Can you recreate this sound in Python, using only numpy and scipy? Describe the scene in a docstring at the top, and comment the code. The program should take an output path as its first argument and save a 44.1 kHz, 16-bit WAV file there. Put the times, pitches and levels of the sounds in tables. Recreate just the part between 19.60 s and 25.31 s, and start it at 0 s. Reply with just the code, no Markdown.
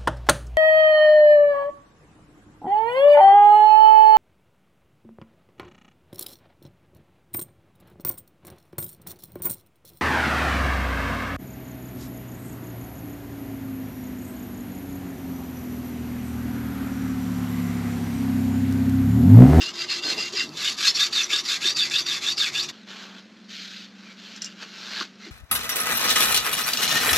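"""Sharpening a blade in the workshop

A hand-held stone rasps to and fro along a steel blade clamped in a vice, heard from afar, then close:
dense scratches drive the grit and the modes of the steel, and single modes sing as the stone travels.
After a cut, a rag hisses along the loose blade, which clinks now and then in the fingers.
Behind lie short wall echoes, soft air noise, a low drone before the cut and a faint double hum after it."""
import sys
import numpy as np
from scipy import signal
from scipy.fft import rfft, irfft, next_fast_len
from scipy.io import wavfile
from scipy.ndimage import uniform_filter1d

SR = 44100
rng = np.random.default_rng(int(sys.argv[2]) if len(sys.argv) > 2 else 0)


def transcribe(u):
    """Save the signal u as a 16-bit wav file named by the first command-line argument.

    u: samples, shape (n,) or (channels, n), limited to [-1, 1]; the rate is SR.
    q: integer samples, one column per channel.
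    """
    v = np.clip(np.atleast_2d(u).T, -1, 1)
    q = np.round(v * 32767).astype(np.int16)
    wavfile.write(sys.argv[1], SR, q)


def convert_level_to_amplitude(level_db):
    """Map a level in decibels to its linear amplitude factor."""
    exponent = np.asarray(level_db, float) / 20
    return 10 ** exponent


N = 251789
TIME = np.arange(N) / SR
CLOSE_S, CUT_S = 0.94, 3.115  # the microphone is close from here; the stone gives way to the rag


def evened(x):
    """Scales to rms 1."""
    return x / np.sqrt(np.mean(x ** 2) + 1e-20)


def add(mix, s, sound):
    """Mixes a sound in at s seconds."""
    part = mix[max(round(s * SR), 0):][:len(sound)]
    part += sound[:len(part)]


def colour(x, points):
    """Filters x by a gain curve in dB, read on a log-frequency axis."""
    f, db = np.transpose(points)
    size = next_fast_len(len(x))
    hz = np.fft.rfftfreq(size, 1 / SR)
    gain = convert_level_to_amplitude(np.interp(np.log(hz + 1), np.log(f + 1), db))
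    return irfft(rfft(x, size) * gain, size)[:len(x)]


def resonate(x, hz, width):
    """Shifts the curve hz down to zero, smooths, and shifts back: a resonance of gain 1."""
    turn = np.exp(2j * np.pi * np.cumsum(hz * np.ones(len(x))) / SR)
    r = np.exp(-np.pi * width / SR)
    return 2 * (turn * signal.lfilter([1 - r], [1, -r], x / turn)).real


def resonate_twice(x, hz, width, second_width):
    """Two resonances in a row at one pitch, for steeper skirts."""
    return resonate(resonate(x, hz, width), hz, second_width)


def wander(hz):
    """Slow random curve of rms 1, made coarsely and stretched."""
    size = N // 64 + 2
    fall = 1 / (1 + (np.fft.rfftfreq(size, 64 / SR) / hz) ** 4)
    coarse = irfft(rfft(rng.standard_normal(size)) * fall, size)
    return evened(np.interp(np.linspace(0, size - 1, N), np.arange(size), coarse))


def scratches(per_s, spread_db, clump_db):
    """Dense micro-impacts of uneven size, arriving in clumps."""
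    size = convert_level_to_amplitude(spread_db * np.minimum(rng.exponential(1, N), 5))
    hits = size * (rng.random(N) < per_s / SR)
    return evened(hits * rng.standard_normal(N) * convert_level_to_amplitude(clump_db * wander(59)))


def body(drive, modes, drift_db, bend):
    """Modes whose strengths drift and whose pitches bend as the contact point travels."""
    total = np.zeros(N)
    for hz, width, db in modes:
        ring = evened(resonate_twice(drive, hz * bend, width, 2 * width))
        total += convert_level_to_amplitude(db + drift_db * wander(9.0)) * ring
    return evened(total)


def mottle(x, patchy_db):
    """Many small modes come and go: narrow patches of colour a few hundredths of a second long."""
    z = signal.stft(x, nperseg=512, noverlap=384)[2]
    patches = uniform_filter1d(rng.standard_normal(z.shape), size=2, axis=0)
    patches = uniform_filter1d(patches, size=14, axis=1)
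    return evened(signal.istft(z * convert_level_to_amplitude(patchy_db * evened(patches)), nperseg=512, noverlap=384)[1][:N])


# stone strokes, out and back in turn: start_s, end_s, top_share (0-1 of the stroke, where it presses
# hardest), top_db (pressure there), singing_db
STROKES = [(0.0, 0.118, 0, -29, -39.5), (0.136, 0.263, 0.66, -31.5, -40), (0.283, 0.41, 0.24, -28.5, -33.5),
           (0.42, 0.552, 0.7, -28, -35), (0.561, 0.717, 0.28, -29.5, -32.5), (0.718, 0.859, 0.55, -29, -31),
           (0.948, 1.146, 0.57, -23.5, -26.5), (1.174, 1.314, 0.72, -19.5, -30),
           (1.337, 1.487, .5, -23, -22), (1.523, 1.663, 0.45, -23, -21.5), (1.688, 1.818, 0.45, -24, -22.5),
           (1.847, 1.985, 0.49, -24, -29), (2.005, 2.13, 0.53, -23.5, -21.5),
           (2.162, 2.29, .35, -25, -22.5), (2.297, 2.429, 0.53, -24, -23), (2.459, 2.597, 0.38, -25, -25),
           (2.605, 2.738, 0.62, -26, -23), (2.774, 2.904, 0.4, -24.5, -24), (2.922, 3.067, 0.4, -26, -26.5),
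           (3.087, 3.104, 0.6, -30.5, -69)]
BACK_BITE, OUT_BITE, BITE_DB = 0.05, 0.13, -10  # landing: shares of a stroke, sharper on the way back
LIFT, LIFT_DB = 0.13, -8.5  # lifting: share of a stroke, and depth
BUILD_DB_PER_S, EASE_DB_PER_S = 87, 79  # pressure before and after its top


def stroke_level_db():
    """Each stroke bites quickly, builds to its top, eases off and lifts; pauses dip by up to 11 dB."""
    start, end, top, top_db, _ = np.transpose(STROKES)
    length, pause = end - start, start[1:] - end[:-1]
    bite = np.where(np.arange(len(end)) % 2, BACK_BITE, OUT_BITE)
    top = np.clip(top, bite, 1 - LIFT)
    early = top_db - BUILD_DB_PER_S * (top - bite) * length
    late = top_db - EASE_DB_PER_S * (1 - LIFT - top) * length
    corner_s = [start, start + bite * length, start + top * length, end - LIFT * length, end]
    corner_db = [early + BITE_DB, early, top_db, late, late + LIFT_DB]
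    stroke_db = np.interp(TIME, np.ravel(corner_s, "F"), np.ravel(corner_db, "F"))
    pause_s = [end[:-1], end[:-1] + 0.5 * pause, start[1:]]
    dip_db = [0 * pause, np.maximum(-230 * pause, -11), 0 * pause]
    pause_db = np.interp(TIME, np.ravel(pause_s, "F"), np.ravel(dip_db, "F"))
    lifted_off_db = 900 * np.maximum(TIME - end[-1], 0)
    return stroke_db + pause_db - lifted_off_db


# clamped blade and vice from afar: mode_hz, width_hz, level_db (relative, drifting)
FAR_MODES = [(1180, 44, 2), (1544, 42, 4), (2066, 150, 6), (2770, 77, 16), (4242, 53, 16),
             (4815, 270, 17.5), (3500, 74, -10)]
# treble lost over the distance: freq_hz, gain_db
FAR_DULLING = [(3000, 1), (7000, -0.5), (10000, -4)]


def far_stone(drive, grit):
    """Heard from afar, the grit is duller and the modes of blade and vice stand out."""
    modes = body(drive, FAR_MODES, 4.9, 1 + 0.015 * wander(10.6))
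    return colour(grit, FAR_DULLING) + convert_level_to_amplitude(-3.5) * modes


# clamped blade and vice close up: mode_hz, width_hz, level_db (relative, drifting)
NEAR_MODES = [(1155, 45, -15.5), (1654, 55, -9), (2653, 220, -6), (3570, 150, 1.5), (4640, 780, 0),
              (5620, 77, -6)]
ZING_HZ, ZING_OCTAVES, ZING_WIDTH_HZ = 3500, 0.8, 500  # centre, reach either way, width
ZING_DB, ZING_GROWS_S = 3, 1.3  # gain once grown, and time it takes to grow


def near_stone(drive, grit):
    """Close up, modes bend and a broad zing rides the contact point up and down, growing with time."""
    # the stone shortens the free edge on the way out (+1) and frees it on the way back (-1)
    end = np.transpose(STROKES)[1]
    place = np.interp(TIME, end, (-1.0) ** np.arange(len(end)))
    near = grit + convert_level_to_amplitude(-9) * body(drive, NEAR_MODES, 3.5, 1 + 0.024 * place)
    zing_hz = ZING_HZ * 2 ** (ZING_OCTAVES * np.sin(0.5 * np.pi * place))
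    zing = resonate_twice(near, zing_hz, ZING_WIDTH_HZ, 2 * ZING_WIDTH_HZ)
    grown = np.clip((TIME - CLOSE_S) / ZING_GROWS_S, 0, 1)
    return evened(near + convert_level_to_amplitude(ZING_DB) * grown * zing)


# colour of the bench rumble: freq_hz, gain_db
RUMBLE = [(24, -56), (40, -25), (140, -9.5), (188, -9), (359, -5.5), (483, -14), (850, -13), (1300, -8),
          (2200, -120)]
# something shifts on the bench with a dull rustle: start_s, end_s, level_db, centre_hz
JOLTS = [(0.455, 0.596, -40.5, 346), (0.82, 0.954, -52, 197)]
BENCH_DB, BACK_DB = -46.5, -1.5  # rumble under strokes out; change on the way back


def bench():
    """The bench top rumbles and rings on one low mode; dull rustles are coloured noise."""
    start, end = np.transpose(STROKES)[:2]
    shake = colour(rng.standard_normal(N), RUMBLE)
    ring = np.where(TIME < CLOSE_S, 3.5, 1.8) * resonate(shake, 353.6, 8.6)
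    change_db = BACK_DB * (np.arange(len(end)) % 2)
    rumble_db = BENCH_DB + np.interp(TIME, 0.5 * (start + end), change_db)
    out = convert_level_to_amplitude(rumble_db) * evened(shake + ring)
    for first, last, db, hz in JOLTS:
        shape = [(0.16 * hz, -20), (hz, 0.5), (3 * hz, -8), (5 * hz, -30)]
        rustle = evened(colour(rng.standard_normal(N), shape))
        outside_s = np.maximum(np.maximum(first - TIME, TIME - last), 0)
        out += convert_level_to_amplitude(db - 320 * outside_s) * rustle
    return out


# colour of stone grit on steel: freq_hz, gain_db
GRIT = [(240, -43), (400, -30), (940, -32), (1150, -11.5), (3110, -5.5), (3610, -1), (7230, -9.5),
        (8930, -28.5), (11700, -24), (13400, -36), (14700, -62)]


def stone():
    """Scratches of stone on steel drive grit and modes, under the pressure of the strokes."""
    drive = scratches(12000, 0.68, 1.32)
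    grit = mottle(colour(drive, GRIT), 2.8)
    rasp = np.where(TIME < CLOSE_S, far_stone(drive, grit), near_stone(drive, grit))
    return (convert_level_to_amplitude(stroke_level_db()) * rasp + bench()) * (TIME < CUT_S)


# modes that sing in every stroke, from afar and close: mode_hz, length_s, level_db (added to
# singing_db), lag_s (on the way out; lead on the way back), glide_share (either side of mode_hz)
FAR_SONG = [(2738, 0.0762, 0.5, 0.00096, 0.0046), (4930, 0.092, 0.5, 0.0034, 0.0098)]
NEAR_SONG = [(3630, .075, -1.5, 0.001, 0.016), (4560, 0.057, -8, 0.037, 0.015),
             (2646, 0.03, -12.5, -0.028, 0.0079), (1680, 0.0562, -16.5, -.01, 0.0012)]
WIDENING_PER_S = 1.56  # the glides grow as the strokes reach further along the edge


def stroke_songs():
    """Near the hardest press a few modes sing, gliding up on the way out and down on the way back."""
    songs = []
    for k, (start, end, top, _, db) in enumerate(STROKES):
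        way = (-1) ** k
        top_s = start + top * (end - start)
        reach = 1 + WIDENING_PER_S * max(start - CLOSE_S, 0)
        for hz, length, mode_db, lag, glide in (FAR_SONG if start < CLOSE_S else NEAR_SONG):
            bend = way * glide * reach
            begin = top_s + way * lag - length / 2
            songs.append((begin, length, hz * (1 - bend), hz * (1 + bend), db + mode_db))
    return songs


# single squeaks where another mode catches: start_s, length_s, first_hz, last_hz, level_db
SINGING = [(0.28, 0.056, 4330, 4170, -29), (0.788, 0.0435, 2330, 1400, -31.5),
           (1.041, 0.064, 2800, 3060, -30.5), (1.268, 0.05, 4800, 5400, -23.5),
           (1.269, 0.036, 4100, 4450, -19), (1.344, 0.036, 5650, 5400, -27.5),
           (1.343, 0.03, 4400, 4300, -27), (1.631, 0.018, 5900, 5800, -22.5), (0.78, 0.03, 4300, 3500, -31),
           (0.428, 0.042, 4760, 4960, -30), (0.0055, 0.024, 2740, 2770, -32.5),
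           (2.2, 0.05, 4450, 4750, -26), (2.33, 0.054, 2470, 3050, -31.5),
           (2.813, 0.037, 1720, 1540, -32.5), (4.428, 0.12, 2500, 2200, -55),
           (5.602, 0.075, 2100, 2000, -50), (4.86, 0.022, 2800, 2800, -44), (5.357, 0.056, 1700, 1600, -40)]


def singing():
    """A mode swells, glides with the contact point and fades; higher modes are more damped."""
    out = np.zeros(N)
    for s, length, first_hz, last_hz, db in stroke_songs() + SINGING:
        hz = np.linspace(first_hz, last_hz, round(length * SR))
        drive = rng.standard_normal(len(hz))
        ring = evened(resonate_twice(drive, hz, 0.035 * first_hz, 0.07 * first_hz))
        add(out, s, convert_level_to_amplitude(db) * ring * signal.windows.tukey(len(hz), 0.6))
    return out


# rag strokes on the blade: start_s, end_s, first_db, last_db (pressure), dull_db (undertone against
# the hiss), hollow_hz (hollow of the hand)
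WIPES = [(3.108, 3.23, -53, -68, -4, 3500), (3.278, 3.444, -42, -45, -6.5, 3430),
         (3.448, 3.589, -54, -52, -0.5, 3500), (3.897, 4.246, -39.5, -46, -36, 3804),
         (4.355, 4.52, -59.5, -50.5, -8.5, 2380), (4.572, 4.778, -50, -45.5, -13, 3050),
         (4.818, 4.917, -41, -51, -15.5, 3000), (4.953, 5.031, -60, -39.5, -5, 2647),
         (5.07, 5.423, -49.5, -32.5, -11.5, 4150), (5.594, 5.67, -51, -44, -14, 2050)]
# colour of fibres on steel: freq_hz, gain_db
RAG = [(60, -68), (240, -34), (400, -34), (974, -38), (1490, -13), (4140, -8), (6200, -17), (7400, -23.5),
       (9070, -47), (12300, -37.5), (14700, -66)]
# broad resonances of blade and cupped hand: mode_hz, width_hz, level_db (relative, drifting)
RAG_MODES = [(1500, 450, 7), (3000, 330, -11), (3370, 62, -8), (4230, 120, 10)]
# colour of the dull undertone: freq_hz, gain_db
UNDERTONE = [(60, -40), (250, 9), (500, 8.5), (900, 9.5), (1600, 12.5), (2600, -47)]
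GRIP_DB_PER_S, LET_GO_DB_PER_S = 1400, 427  # how fast a wipe starts and ends
REST_DB = -58.5  # the rag lying loosely on the steel
HOLLOW_DB, HOLLOW_WIDTH = -12, 0.34  # level against the hiss; width as a share of hollow_hz
SETTLE_DB, SETTLE_S = 6, 0.024  # a wipe lands lightly and settles into its pressure


def rag():
    """Fibres hiss over the steel and stir broad resonances of blade and cupped hand."""
    drive = scratches(7000, 0.48, 0.67)
    modes = body(drive, RAG_MODES, 2.3, 1 + 0.014 * wander(6.1))
    hiss = mottle(colour(drive, RAG), 2.1) + convert_level_to_amplitude(-19) * modes
    dull = evened(colour(drive, UNDERTONE))
    out = convert_level_to_amplitude(REST_DB) * hiss
    for start, end, first_db, last_db, dull_db, hz in WIPES:
        width = HOLLOW_WIDTH * hz
        hollow = convert_level_to_amplitude(HOLLOW_DB) * evened(resonate_twice(drive, hz, width, 2 * width))
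        since_start = np.maximum(TIME - start, 0)
        fade_db = GRIP_DB_PER_S * np.maximum(start - TIME, 0)
        fade_db += LET_GO_DB_PER_S * np.maximum(TIME - end, 0)
        fade_db += SETTLE_DB * np.exp(-since_start / SETTLE_S)
        pressure_db = np.interp(TIME, [start, end], [first_db, last_db])
        out += convert_level_to_amplitude(pressure_db - fade_db) * (hiss + hollow + convert_level_to_amplitude(dull_db) * dull)
    return (TIME > CUT_S) * out


# loose blade knocked in the fingers: start_s, level_db (peak of the ring, before crack and colour)
CLINKS = [(4.7616, -34), (4.8195, -19.5), (4.8441, -22), (4.854, -31), (4.8588, -28), (4.875, -40)]
# loose blade modes: mode_hz, level_db (relative, before a random lift of 0-13 dB), t60_s
LOOSE_MODES = [(2840, -22, 0.03), (5200, 2, 0.02), (5500, 0, 0.024), (5760, 0, 0.025), (6270, -18, 0.022),
               (7270, -6.5, 0.058)]


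def clinks():
    """Decaying sines ring the loose blade briefly under a short noisy crack."""
    out, t = np.zeros(N), np.arange(6000) / SR
    for s, db in CLINKS:
        ring = np.zeros(len(t))
        for hz, mode_db, t60 in LOOSE_MODES:
            lift_db, phase = 13 * rng.random(), rng.random()
            ring += convert_level_to_amplitude(mode_db + lift_db - 60 * t / t60) * np.sin(2 * np.pi * (hz * t + phase))
        ring *= 1 - np.exp(-t / 0.0004)
        crack = resonate(resonate(rng.standard_normal(6000), 5400, 2000), 5900, 2600)
        crack *= 0.83 * convert_level_to_amplitude(-60 * t / 0.051)
        add(out, s, convert_level_to_amplitude(db) * (ring / abs(ring).max() + crack))
    return out


# knocks of hand, stone and rag: start_s, level_db (peak, before the colour), centre_hz
THUDS = [(0.003, -36, 307), (0.47, -35, 328.7), (0.441, -37, 290), (0.833, -34.5, 240), (0.73, -33, 350),
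         (0.878, -34, 303), (0.897, -37.5, 149), (0.19, -32, 1940), (2.299, -20, 5556), (0.892, -29, 4600),
         (1.725, -37.5, 345), (2.045, -34.5, 355), (5.9, -44.5, 380), (5.394, -32, 3000),
         (5.401, -20, 4270), (5.409, -22.5, 1230), (5.405, -35, 317), (5.424, -30, 1500), (5.66, -38, 327)]


def thuds():
    """Puffs of resonant noise a few cycles long."""
    out, t = np.zeros(N), np.arange(6000) / SR
    for s, db, hz in THUDS:
        shape = convert_level_to_amplitude(-60 * t * hz / 32) * (1 - np.exp(-t * hz / 0.48))
        puff = resonate_twice(rng.standard_normal(6000) * shape, hz, 0.16 * hz, 0.5 * hz)
        add(out, s, convert_level_to_amplitude(db) * puff / abs(puff).max())
    return out


def knocks():
    """Clinks and thuds come from small bodies: no deep bass, highest modes damped."""
    return colour(clinks() + thuds(), [(30, -50), (70, -24), (160, 0.5), (7600, 1.5), (9200, -5)])


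def walls(x):
    """A short sparse tail off brick and bench."""
    t = np.arange(8000) / SR
    echoes = rng.standard_normal(8000) * (rng.random(8000) < 0.05)
    tail = echoes * convert_level_to_amplitude(-60 * t / 0.07) * (t > 0.004)
    return signal.fftconvolve(x, tail / np.linalg.norm(tail))[:N]


# colour of the air noise: freq_hz, gain_db
AIR = [(18, -57), (30, -35), (95, -29), (206, -4.5), (482, -17), (950, -24), (1500, -18.5), (4400, -29.5),
       (12000, -59.5), (14000, -76)]
# a low tone creeps in before the cut: start_s, centre_hz, width_hz, level_db
DRONE = (2, 149.5, 11, -55)
# distant machine, each tone wavering: pitch_hz, level_db (peak)
HUM = [(192, -50.5), (215, -51.5)]


def workshop():
    """Soft air noise throughout; a low drone before the cut, then two beating tones of a distant machine."""
    air = convert_level_to_amplitude(-53) * evened(colour(rng.standard_normal(N), AIR))
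    start, centre_hz, width_hz, drone_db = DRONE
    drone = convert_level_to_amplitude(drone_db) * evened(resonate(rng.standard_normal(N), centre_hz, width_hz))
    drone *= np.clip((TIME - start) / 0.23, 0, 1) * (TIME < CUT_S)
    hum = np.zeros(N)
    for hz, db in HUM:
        phase = 2 * np.pi * np.cumsum(hz + 1.2 * wander(3)) / SR
        hum += convert_level_to_amplitude(db + 1.5 * wander(4)) * np.sin(phase)
    return air + drone + hum * np.clip((TIME - CUT_S) / 0.066, 0, 1)


# stereo width: freq_hz, side_db (against the mid)
WIDTH = [(60, -24), (200, -35.5), (700, -25), (1500, -36.5), (7000, -37), (10000, -21), (13000, 7.5)]


def scene():
    """All sources sit at the centre; a phase-scrambled copy, faint below the top treble, is the side."""
    before, song = TIME < CUT_S, singing()
    sharpening = stone() + song * before
    wiping = rag() + song * ~before + knocks()
    echoes = walls(sharpening) * before + walls(wiping)
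    mid = sharpening + wiping + workshop() + convert_level_to_amplitude(-12) * echoes
    z = signal.stft(mid, nperseg=512)[2]
    scrambled = signal.istft(z * np.exp(2j * np.pi * rng.random(z.shape)), nperseg=512)[1][:N]
    side = colour(scrambled, WIDTH)
    return np.array([mid + side, mid - side])


def roll_off(x):
    """The treble ends steeply here."""
    return signal.sosfilt(signal.butter(12, 14840, fs=SR, output="sos"), x)


def record(dry):
    """The microphone's band: a slight dip in the bass and a steep fall in the top treble."""
    band = [(40, -1.5), (130, -0.5), (14000, 0), (14800, -14)]
    mix = np.array([colour(channel, band) for channel in dry])
    return roll_off(mix)


dry = scene()
out = record(dry)
transcribe(out)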